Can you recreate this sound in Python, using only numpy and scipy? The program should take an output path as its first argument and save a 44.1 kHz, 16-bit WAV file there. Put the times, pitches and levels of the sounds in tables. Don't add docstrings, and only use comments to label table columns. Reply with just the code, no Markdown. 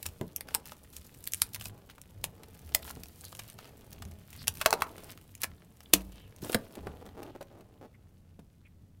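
import sys
import numpy as np
from scipy import signal
from scipy.fft import rfft, irfft, next_fast_len
from scipy.io import wavfile
from scipy.ndimage import map_coordinates

SR = 44100
rng = np.random.default_rng(int(sys.argv[2]) if len(sys.argv) > 2 else 0)


def unload_wav(signal):
    wavfile.write(
        sys.argv[1],
        SR,
        np.round(np.clip(np.atleast_2d(signal).T, -1, 1) * 32767).astype(np.int16),
    )


N = 396900

# t/s, effort/dB
EFFORT = [(0, -58.5), (.36, -72), (.6, -70.5), (1.1, -63.5), (1.55, -63.5), (1.73, -72), (2.38, -72.5),
          (2.72, -62.5), (3.33, -62), (3.58, -69.5), (3.95, -67), (4.18, -70), (4.65, -60), (5.25, -69.5),
          (5.68, -73.5), (6.02, -64.5), (6.3, -72), (6.7, -68), (7.58, -84), (9, -90)]
# t/s, pressure/dB
PRESSURE = [(0, -61.5), (.33, -67), (.55, -62), (.8, -68), (1.5, -67.5), (2.05, -70), (2.55, -61),
            (3.45, -66.5), (4.1, -61.5), (4.5, -69), (4.98, -55.5), (5.3, -71.5), (5.55, -67), (5.8, -71.5),
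            (6.15, -63.5), (6.35, -66.5), (7.05, -60.5), (7.7, -72), (8.1, -73.5), (9, -93)]
EASY_DB = -65.5
CREEP_S = 0.006


def snap(t60, db, slack_db):
    # f/Hz, level/dB
    crack_colour = [(3500, -44.5), (5500, -3.5), (7500, -3.5), (10000, -3), (13000, -4), (16000, -6.5)]
    flap_colour = [(900, -29.5), (1700, -5.5), (2500, 3.5), (3400, 1), (4200, -0.5), (5300, -4),
                   (8000, -37.5)]
    slap_colour = [(25, -37.5), (60, -20), (300, -8.5), (600, -2), (1000, 0), (1600, -1.5), (3000, -20)]
    t = np.arange(4096) / SR - CREEP_S
    after = np.maximum(t, 0)
    creep = amp(-33) * fade(np.abs(t), 0.014) * (t < 0)
    release = 1 - np.exp(-after / (t60 / 40 + 0.00005))

    def burst(length, colour):
        rasp = np.tanh(2 * rng.standard_normal(len(t)))
        shape = creep + release * fade(after, length)
        return packet(through(rasp * shape, response(colour)))

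    flap = amp(-0.5 + 0.35 * slack_db) * burst(t60, flap_colour)
    crack = burst(t60, crack_colour)
    slap = amp(slack_db) * burst(t60 + 0.009, slap_colour)
    recoil = amp(-26) * packet(np.sin(2 * np.pi * 85 * after) * fade(after, 0.06))
    return amp(db) * (crack + flap + recoil + slap)


def snaps():
    # t/s, t60/s, crack level/dB, slack/dB
    releases = [(0.028, 0.013, -30, -25), (0.0558, 0.037, -36, 2), (.063, 0.014, -24.5, -29),
                (0.212, 0.0027, -49, 14), (.3623, 0.0025, -21.5, -53), (0.4085, 0.0046, -31, -11),
                (.4866, 0.0058, -45.5, 7.5), (0.5433, 0.0029, -31, -5), (0.5486, 0.0022, -13.5, -31.5),
                (0.6566, 0.0041, -40.5, -15), (.7198, 0.0058, -46, 9.5), (.9663, 0.004, -33.5, -26),
                (1.2403, .01, -36, -47), (1.268, 0.021, -37.5, -18), (1.2742, 0.0028, -23.5, -23.5),
                (1.3205, .012, -31.5, -48), (1.3356, 0.0023, -18.5, -32), (1.3455, 0.0014, -25, -35),
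                (1.4191, 0.0012, -10, -20), (1.5457, 0.012, -27.5, -15.5), (1.56, .0056, -38.5, 0.5),
                (1.6108, 0.0099, -37.5, -5), (1.6551, 0.014, -31.5, -8.5), (1.9808, .018, -60, 16),
                (2.016, 0.0015, -39, -36), (2.2414, 0.001, -21.5, -8.5), (2.2456, 0.039, -31.5, -28),
                (2.4338, .0094, -44, -4), (2.7483, .0042, -9, -25.5), (2.7498, 0.0024, -18, -18.5),
                (2.85, .009, -45, 1.5), (2.877, .038, -43, 4.5), (2.9028, 0.013, -43.5, 7.5),
                (3.0348, 0.007, -35, -16), (3.2511, 0.0067, -36.5, -57), (3.327, 0.0051, -49.5, 10.5),
                (3.3507, 0.0068, -39.5, -10.5), (3.3914, 0.035, -32.5, -5), (3.4998, 0.0052, -39.5, -22),
                (3.5878, 0.011, -48, 8.5), (3.9305, 0.0049, -41, -20), (4.0215, 0.019, -40, 1.5),
                (4.052, .0026, -46, -14), (4.3287, 0.019, -43.5, -14), (4.4719, 0.013, -29, -7.5),
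                (4.48, 0.0066, -14, -14.5), (4.572, .0022, -37.5, -22.5), (4.602, .023, -42.5, -3),
                (4.6124, 0.029, -24, 1), (4.6506, .014, -44, 3.5), (4.6597, 0.016, -15, 3),
                (4.7065, .007, -23.5, -18), (4.7282, 0.0066, -24, 10.5), (4.736, .019, -27.5, -3),
                (4.808, 0.011, -43, 4), (4.8209, 0.0068, -25, -0.5), (4.9803, 0.011, -44.5, 1.5),
                (5.1207, 0.0033, -44.5, -6), (5.1754, .0041, -48.5, 2), (5.352, 0.0028, -38, -26),
                (5.4178, .005, -26, -41), (5.434, 0.0052, -23, -13), (5.4365, 0.013, -22.5, -12),
                (5.4422, .0051, -28.5, 0.5), (5.8052, 0.0059, -47.5, -0.5), (5.9332, 0.0025, -26, -9.5),
                (5.9358, .015, -3, -17), (6.3632, .0033, -48.5, -27), (6.4949, 0.023, -36, 1.5),
                (6.528, 0.028, -30, -3), (6.5451, 0.016, -19, 0), (6.7527, 0.021, -43.5, -2.5),
                (6.8694, 0.013, -48.5, 0), (7.0634, .008, -54.5, 10), (7.2298, .022, -44.5, -2),
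                (7.412, 0.0066, -49.5, 3), (7.4265, .012, -47.5, -4), (7.608, 0.021, -56, -1),
                (8.392, .032, -59, 7)]
    out = np.zeros(N)
    for start, t60, db, slack_db in releases:
        add(out, start - CREEP_S, snap(t60, db, slack_db))
    return out


def ticks(count=60):
    out, effort_db = np.zeros(N), curve(EFFORT)
    for k in range(count):
        at = int((k + rng.random()) * N / count)
        db = effort_db[at] + 15.5 + rng.uniform(-1, 1)
        add(out, at / SR, snap(t60=0.0048, db=db, slack_db=-12.5 + rng.uniform(-7, 7)))
    return out


def bumps():
    # t/s, level/dB, f/Hz that the pitch slides through, t60/s
    hits = [(.212, -20, 206.6, .16), (.2143, -30, 479, .094), (.549, -26.5, 906, 0.062),
            (.72, -47, 654, 0.091), (2.2409, -38.5, 1023, 0.12), (2.7485, -30, 670, 0.13),
            (2.97, -35, 270, 0.034), (4.052, -29, 96, 0.61), (4.6601, -12.5, 680, .035),
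            (4.7058, -27.5, 930, 0.039), (4.7275, -17, 760, .026), (4.7366, -21, 458, 0.034),
            (4.8202, -16, 1090, 0.027), (4.987, -39, 240, 0.1), (5.9355, -15, 330, 0.087),
            (6.427, -26.5, 168, 0.04), (6.4978, -23.5, 410, 0.019), (6.5455, -18.5, 496, 0.1),
            (6.547, -15, 258, 0.05), (6.548, -20.5, 125, 0.084), (6.778, -32, 257, .04),
            (6.8694, -27.5, 239, 0.011), (6.871, -31.5, 766, 0.047), (8.39, -38, 190, 0.072)]
    out, t = np.zeros(N), np.arange(SR // 3) / SR
    for start, db, hz, t60 in hits:
        pitch = hz * (0.85 + 0.25 * np.exp(-t / 0.0084))
        dent = np.sin(2 * np.pi * np.cumsum(pitch) / SR) * fade(t, t60)
        band = [(hz / 6, -21), (hz / 2, -6), (hz, 0), (hz * 2, -6), (hz * 5, -26), (hz * 20, -60)]
        ripples = through(rng.standard_normal(len(t)) * fade(t, 0.51 * t60), response(band))
        air = air_ring(t, hz, octaves=1.0) * (1 - np.exp(-t / 0.00054))
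        add(out, start, amp(db) * packet(packet(dent) + packet(ripples) + amp(-11) * packet(air)))
    return out


def air_ring(t, touch_hz, octaves):
    # f/Hz, level/dB, t60/s
    air_tones = [(190.5, -3, 0.24), (290.7, -9.5, 0.18), (378, -10.5, 0.017), (449, -4, 0.21),
                 (549, -11.5, 0.31), (665, -5.5, 0.14), (853, -4, 0.15), (890, 3.5, 0.069),
                 (1003, -3, 0.092), (1170, -10.5, 0.067), (1480, -8.5, 0.11), (1455, -3.5, 0.089)]
    hz, db, t60 = np.transpose(air_tones)[:, :, None]
    strength, squeeze, phase = rng.standard_normal((3,) + hz.shape)
    weight = amp(db + 2 * strength) / (1 + (np.log2(hz / touch_hz) / octaves) ** 2)
    pitch = hz * (1 + 0.0076 * squeeze)
    return np.sum(weight * np.sin(2 * np.pi * (pitch * t + phase)) * fade(t, t60), axis=0)


def bobbing(start=5.945, wobble_hz=53.7, air_hz=190.0):
    out, t = np.zeros(N), np.arange(SR) / SR
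    swing = 1 - np.exp(-(t / 0.03) ** 2)
    air_rise = 1 - np.exp(-t / 0.005)
    add(out, start, amp(-30.5) * np.sin(2 * np.pi * wobble_hz * t) * swing * fade(t, 0.62))
    add(out, start, amp(-35.5) * np.sin(2 * np.pi * air_hz * t) * air_rise * fade(t, 0.42))
    return out


def squeaks():
    # t/s, level/dB, middle f/Hz, length/s
    scuffs = [(1.338, -46, 3120, 0.0063), (1.609, -40.5, 2660, 0.0042), (2.829, -46, 3960, 0.0065),
              (3.237, -52.5, 4170, 0.049), (4.368, -52.5, 4320, 0.077), (5.857, -52.5, 3290, 0.0066),
              (5.9328, -15.5, 3349, 0.0086), (6.091, -63.5, 3000, 0.22), (6.436, -37, 5900, 0.003),
              (7.197, -70, 3100, .2), (7.937, -60.5, 2060, 0.023), (8.643, -61.5, 2374, .037)]
    out = np.zeros(N)
    waver = 0.15 * wobble(2600)
    flutter = amp(3 * wobble(700))
    for start, db, hz, length in scuffs:
        progress = np.linspace(0, 1, max(int(length * SR), 2))
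        span = slice(int(start * SR), int(start * SR) + len(progress))
        pitch = hz * (1 - 0.13 * (progress - 0.5) + waver[span])
        tone = np.sin(2 * np.pi * np.cumsum(pitch) / SR)
        add(out, start, amp(db) * flutter[span] * np.sin(np.pi * progress) * tone)
    return out


def gloves():
    # start/s, end/s, relative crinkle level/dB, relative sliding level/dB
    peels = [(0.045, 0.066, -51, -67), (0.48, 0.553, -53, -55.5), (0.658, .74, -50.5, -57),
             (0.927, 0.989, -47.5, -59), (1.247, 1.28, -54, -65), (1.318, 1.418, -46.5, -61),
             (1.531, 1.56, -42, -57), (1.595, 1.687, -46, -56), (1.892, 1.922, -58, -52.5),
             (2.854, 2.915, -44, -54), (3.172, 3.334, -53, -80), (3.408, 3.528, -56.5, -57.5),
             (3.58, 3.703, -60.5, -55), (4.3, 4.449, -56, -57), (4.551, 4.635, -48.5, -56),
             (4.977, 5.139, -56.5, -55.5), (5.404, 5.452, -45, -53), (5.945, 6.026, -54, -57),
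             (6.418, 6.558, -42.5, -50), (6.558, 6.659, -58, -60)]
    # f/Hz, level/dB
    crinkle_colour = [(1500, -25), (4000, -5), (6500, -4.5), (10000, -1.5), (14000, -0.5), (16000, -4.5)]
    slide_colour = [(500, -7.5), (1200, 0.5), (2000, 0.5), (3000, 1), (4500, -5), (6500, -11.5),
                    (12000, -27)]
    effort_db, press_db = curve(EFFORT), curve(PRESSURE)
    crinkle_gain = amp(effort_db)
    slide_gain = amp(-68 + 0.4 * (effort_db - EASY_DB) + 0.44 * (press_db - EASY_DB))
    for start, end, crinkle_db, slide_db in peels:
        swell = stroke(start, end)
        crinkle_gain = np.hypot(crinkle_gain, amp(crinkle_db - 6.5) * swell)
        slide_gain = np.hypot(slide_gain, amp(slide_db - 4) * swell)
    tick_shape = fade(np.arange(SR // 100) / SR, 0.002)
    clumps = amp(1.8 * wobble(45))

    def rasp(colour, per_second):
        wrinkles = grains(per_second, spread_db=5.5)
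        parting = np.sqrt(np.abs(through(wrinkles ** 2, tick_shape)))
        return unit(through(clumps * parting * rng.standard_normal(N), response(colour)))

    crinkle = amp(0.47) * rasp(crinkle_colour, per_second=130) + amp(-3) * noise(crinkle_colour)
    slide = amp(-2) * rasp(slide_colour, per_second=70) + amp(-4) * noise(slide_colour)
    return crinkle_gain * crinkle + slide_gain * slide


def drag():
    # start/s, length/s, level/dB, slips per second
    creaks = [(4.754, .06, -48, 160), (6.441, .037, -46, 260), (6.513, 0.049, -47.5, 320),
              (6.77, 0.033, -48, 200), (6.833, 0.077, -53.5, 300), (6.912, 0.067, -54, 200),
              (7.014, .018, -49, 240), (7.049, .04, -53, 170), (7.153, 0.0077, -51, 330),
              (7.17, .04, -45.5, 170), (7.22, 0.0181, -45.5, 230), (7.247, 0.064, -49.5, 300),
              (7.351, 0.015, -47.5, 270), (7.409, 0.0178, -44, 480), (7.505, 0.1216, -58, 220),
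              (7.813, 0.0561, -51.5, 240)]
    # f/Hz, level/dB
    skin_colour = [(100, -13), (240, 2), (430, 2), (650, -2.5), (1100, -10.5), (2500, -24), (8000, -35.5)]
    force = amp(curve(PRESSURE) + 1 + 3 * wobble(8)) * grains(per_second=330, spread_db=3)
    for start, length, db, rate in creaks:
        gaps, sizes = np.clip(rng.standard_normal((2, 64)), -2, 2)
        after = np.cumsum(np.append(0, amp(2.5 * gaps[1:]))) / rate
        held = np.clip((length - after) * rate, 0, 1)
        at = np.round((start + after) * SR).astype(int)
        force[at] += amp(db + 2 * sizes) * held * np.sqrt(SR / rate)
    skin = response(skin_colour)
    ring = air_ring(np.arange(SR // 3) / SR, touch_hz=700, octaves=1.3)
    air = through(np.pad(skin, (0, SR // 3)), ring)
    return through(force, unit_energy(skin)) + amp(-16) * through(force, unit_energy(air))


def grip():
    # middle t/s, length/s, level/dB
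    shoves = [(0.078, 0.062, -46), (.23, 0.12, -50.5), (1.587, 0.46, -53.5), (2.252, 0.17, -50),
              (2.68, 0.25, -53), (2.98, 0.13, -49), (4.085, 0.31, -51.5), (4.473, 0.44, -52.5),
              (5.52, 0.11, -52), (6.45, .12, -49), (6.87, 0.14, -47), (7.102, 0.28, -54.5),
              (8.847, 0.36, -60)]
    # f/Hz, level/dB
    rumble_colour = [(20, -8.5), (45, -3), (70, 0.5), (95, -5), (140, -2), (200, -4), (320, -19.5),
                     (600, -26.5), (1500, -56)]
    t = np.arange(N) / SR
    shake = amp(-58 + 0.1 * (curve(EFFORT) - EASY_DB))
    for middle, length, db in shoves:
        shake = np.hypot(shake, amp(db) * np.exp(-(2 * (t - middle) / length) ** 2))
    boom_hz = 95 * amp(wobble(2.5))
    phase = 2 * np.pi * np.cumsum(boom_hz) / SR
    boom = unit(wobble(22) * np.sin(phase) + wobble(22) * np.cos(phase))
    return shake * amp(-2.5 + 1.3 * wobble(14)) * (noise(rumble_colour) + boom)


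def room(x, near_db, near_t60, walls_db):
    # f/Hz, t60/s
    wall_decay = [(100, 0.45), (300, 0.36), (800, 0.32), (2500, .13), (14000, 0.1)]
    t, out = np.arange(SR // 3) / SR, x.copy()
    hop = SR // 5
    window = signal.windows.hann(2 * hop, sym=False)
    for start in range(0, N, hop):
        near = rng.standard_normal(len(t)) * fade(t, near_t60) * (1 - np.exp(-(t / 0.0016) ** 2))
        hz, times, bands = signal.stft(rng.standard_normal(len(t)), SR, nperseg=256)
        bands *= fade(times, along(wall_decay, hz)[:, None])
        walls = signal.istft(bands, SR, nperseg=256)[1][:len(t)]
        walls *= 1 - np.exp(-(t / 0.006) ** 2)
        echo = amp(near_db) * unit_energy(near) + amp(walls_db) * unit_energy(walls)
        piece = np.pad(x, (hop, 2 * hop))[start:start + 2 * hop] * np.sqrt(window)
        add(out, (start - hop) / SR, signal.fftconvolve(piece, echo)[max(hop - start, 0):])
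    return out


def hush():
    # f/Hz, level/dB
    hush_colour = [(12, -42), (20, -6), (60, -5.5), (107, -2.5), (337, -15), (499, -26), (642, -27.5),
                   (698, -27), (2200, -36.5), (14700, -40.5), (16000, -45)]
    return amp(-64) * noise(hush_colour)


def amp(db):
    return np.exp(np.asarray(db) * np.log(10) / 20)


def unit(x):
    return x / np.sqrt(np.mean(x ** 2) + 1e-20)


def unit_energy(x):
    return x / np.linalg.norm(x)


def packet(x):
    return x * np.sqrt(SR / 1000 / (np.sum(x ** 2) + 1e-20))


def fade(t, t60):
    return np.exp(-np.log(1000) * t / np.maximum(t60, 1e-4))


def along(points, hz):
    freqs, values = np.transpose(points)
    return np.interp(np.log(hz + 1), np.log(freqs + 1), values)


def curve(points):
    return np.interp(np.arange(N) / SR, *np.transpose(points))


def stroke(start, end, edge=0.0053):
    t = np.arange(N) / SR
    return np.clip((t - start) / edge + 0.5, 0, 1) * np.clip((end - t) / (2 * edge) + 0.5, 0, 1)


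def wobble(per_second):
    values = rng.standard_normal(int(N * per_second / SR) + 4)
    grid = np.arange(0, len(values) - 1, 1 / 8)
    return np.interp(np.arange(N) * per_second / SR, grid, map_coordinates(values, [grid]))


def add(track, start, sound):
    part = track[max(round(start * SR), 0):][:len(sound)]
    part += sound[:len(part)]


def response(colour, size=2048):
    cepstrum = irfft(np.log(amp(along(colour, np.fft.rfftfreq(size, 1 / SR)))))
    cepstrum[1:size // 2] *= 2
    cepstrum[size // 2 + 1:] = 0
    return irfft(np.exp(rfft(cepstrum)))


def through(x, click_response):
    return signal.oaconvolve(x, click_response)[:len(x)]


def noise(colour):
    gains = amp(along(colour, np.fft.rfftfreq(N, 1 / SR)))
    return unit(irfft(rfft(rng.standard_normal(N)) * gains, N))


def grains(per_second, spread_db):
    happens = rng.random(N) < per_second / SR
    size = amp(spread_db * np.clip(rng.standard_normal(N), -2, 2))
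    return unit(happens * size * rng.choice([-1, 1], N))


def scene():
    hands = snaps() + ticks() + bumps() + bobbing() + squeaks() + gloves() + drag()
    return (room(hands, near_db=-10.5, near_t60=0.047, walls_db=-18.5) + grip() + hush())[None]


def record(dry):
    peak_db, top_hz, edge_hz = -1.5, 16400, 700
    rounded = dry / (1 + np.abs(dry / amp(peak_db)) ** 4) ** (1 / 4)
    size = next_fast_len(N + SR // 2)
    passed = np.clip((top_hz - np.fft.rfftfreq(size, 1 / SR)) / edge_hz, 0, 1)
    return irfft(rfft(rounded, size) * passed, size)[..., :N]


dry = scene()
out = record(dry)
unload_wav(out)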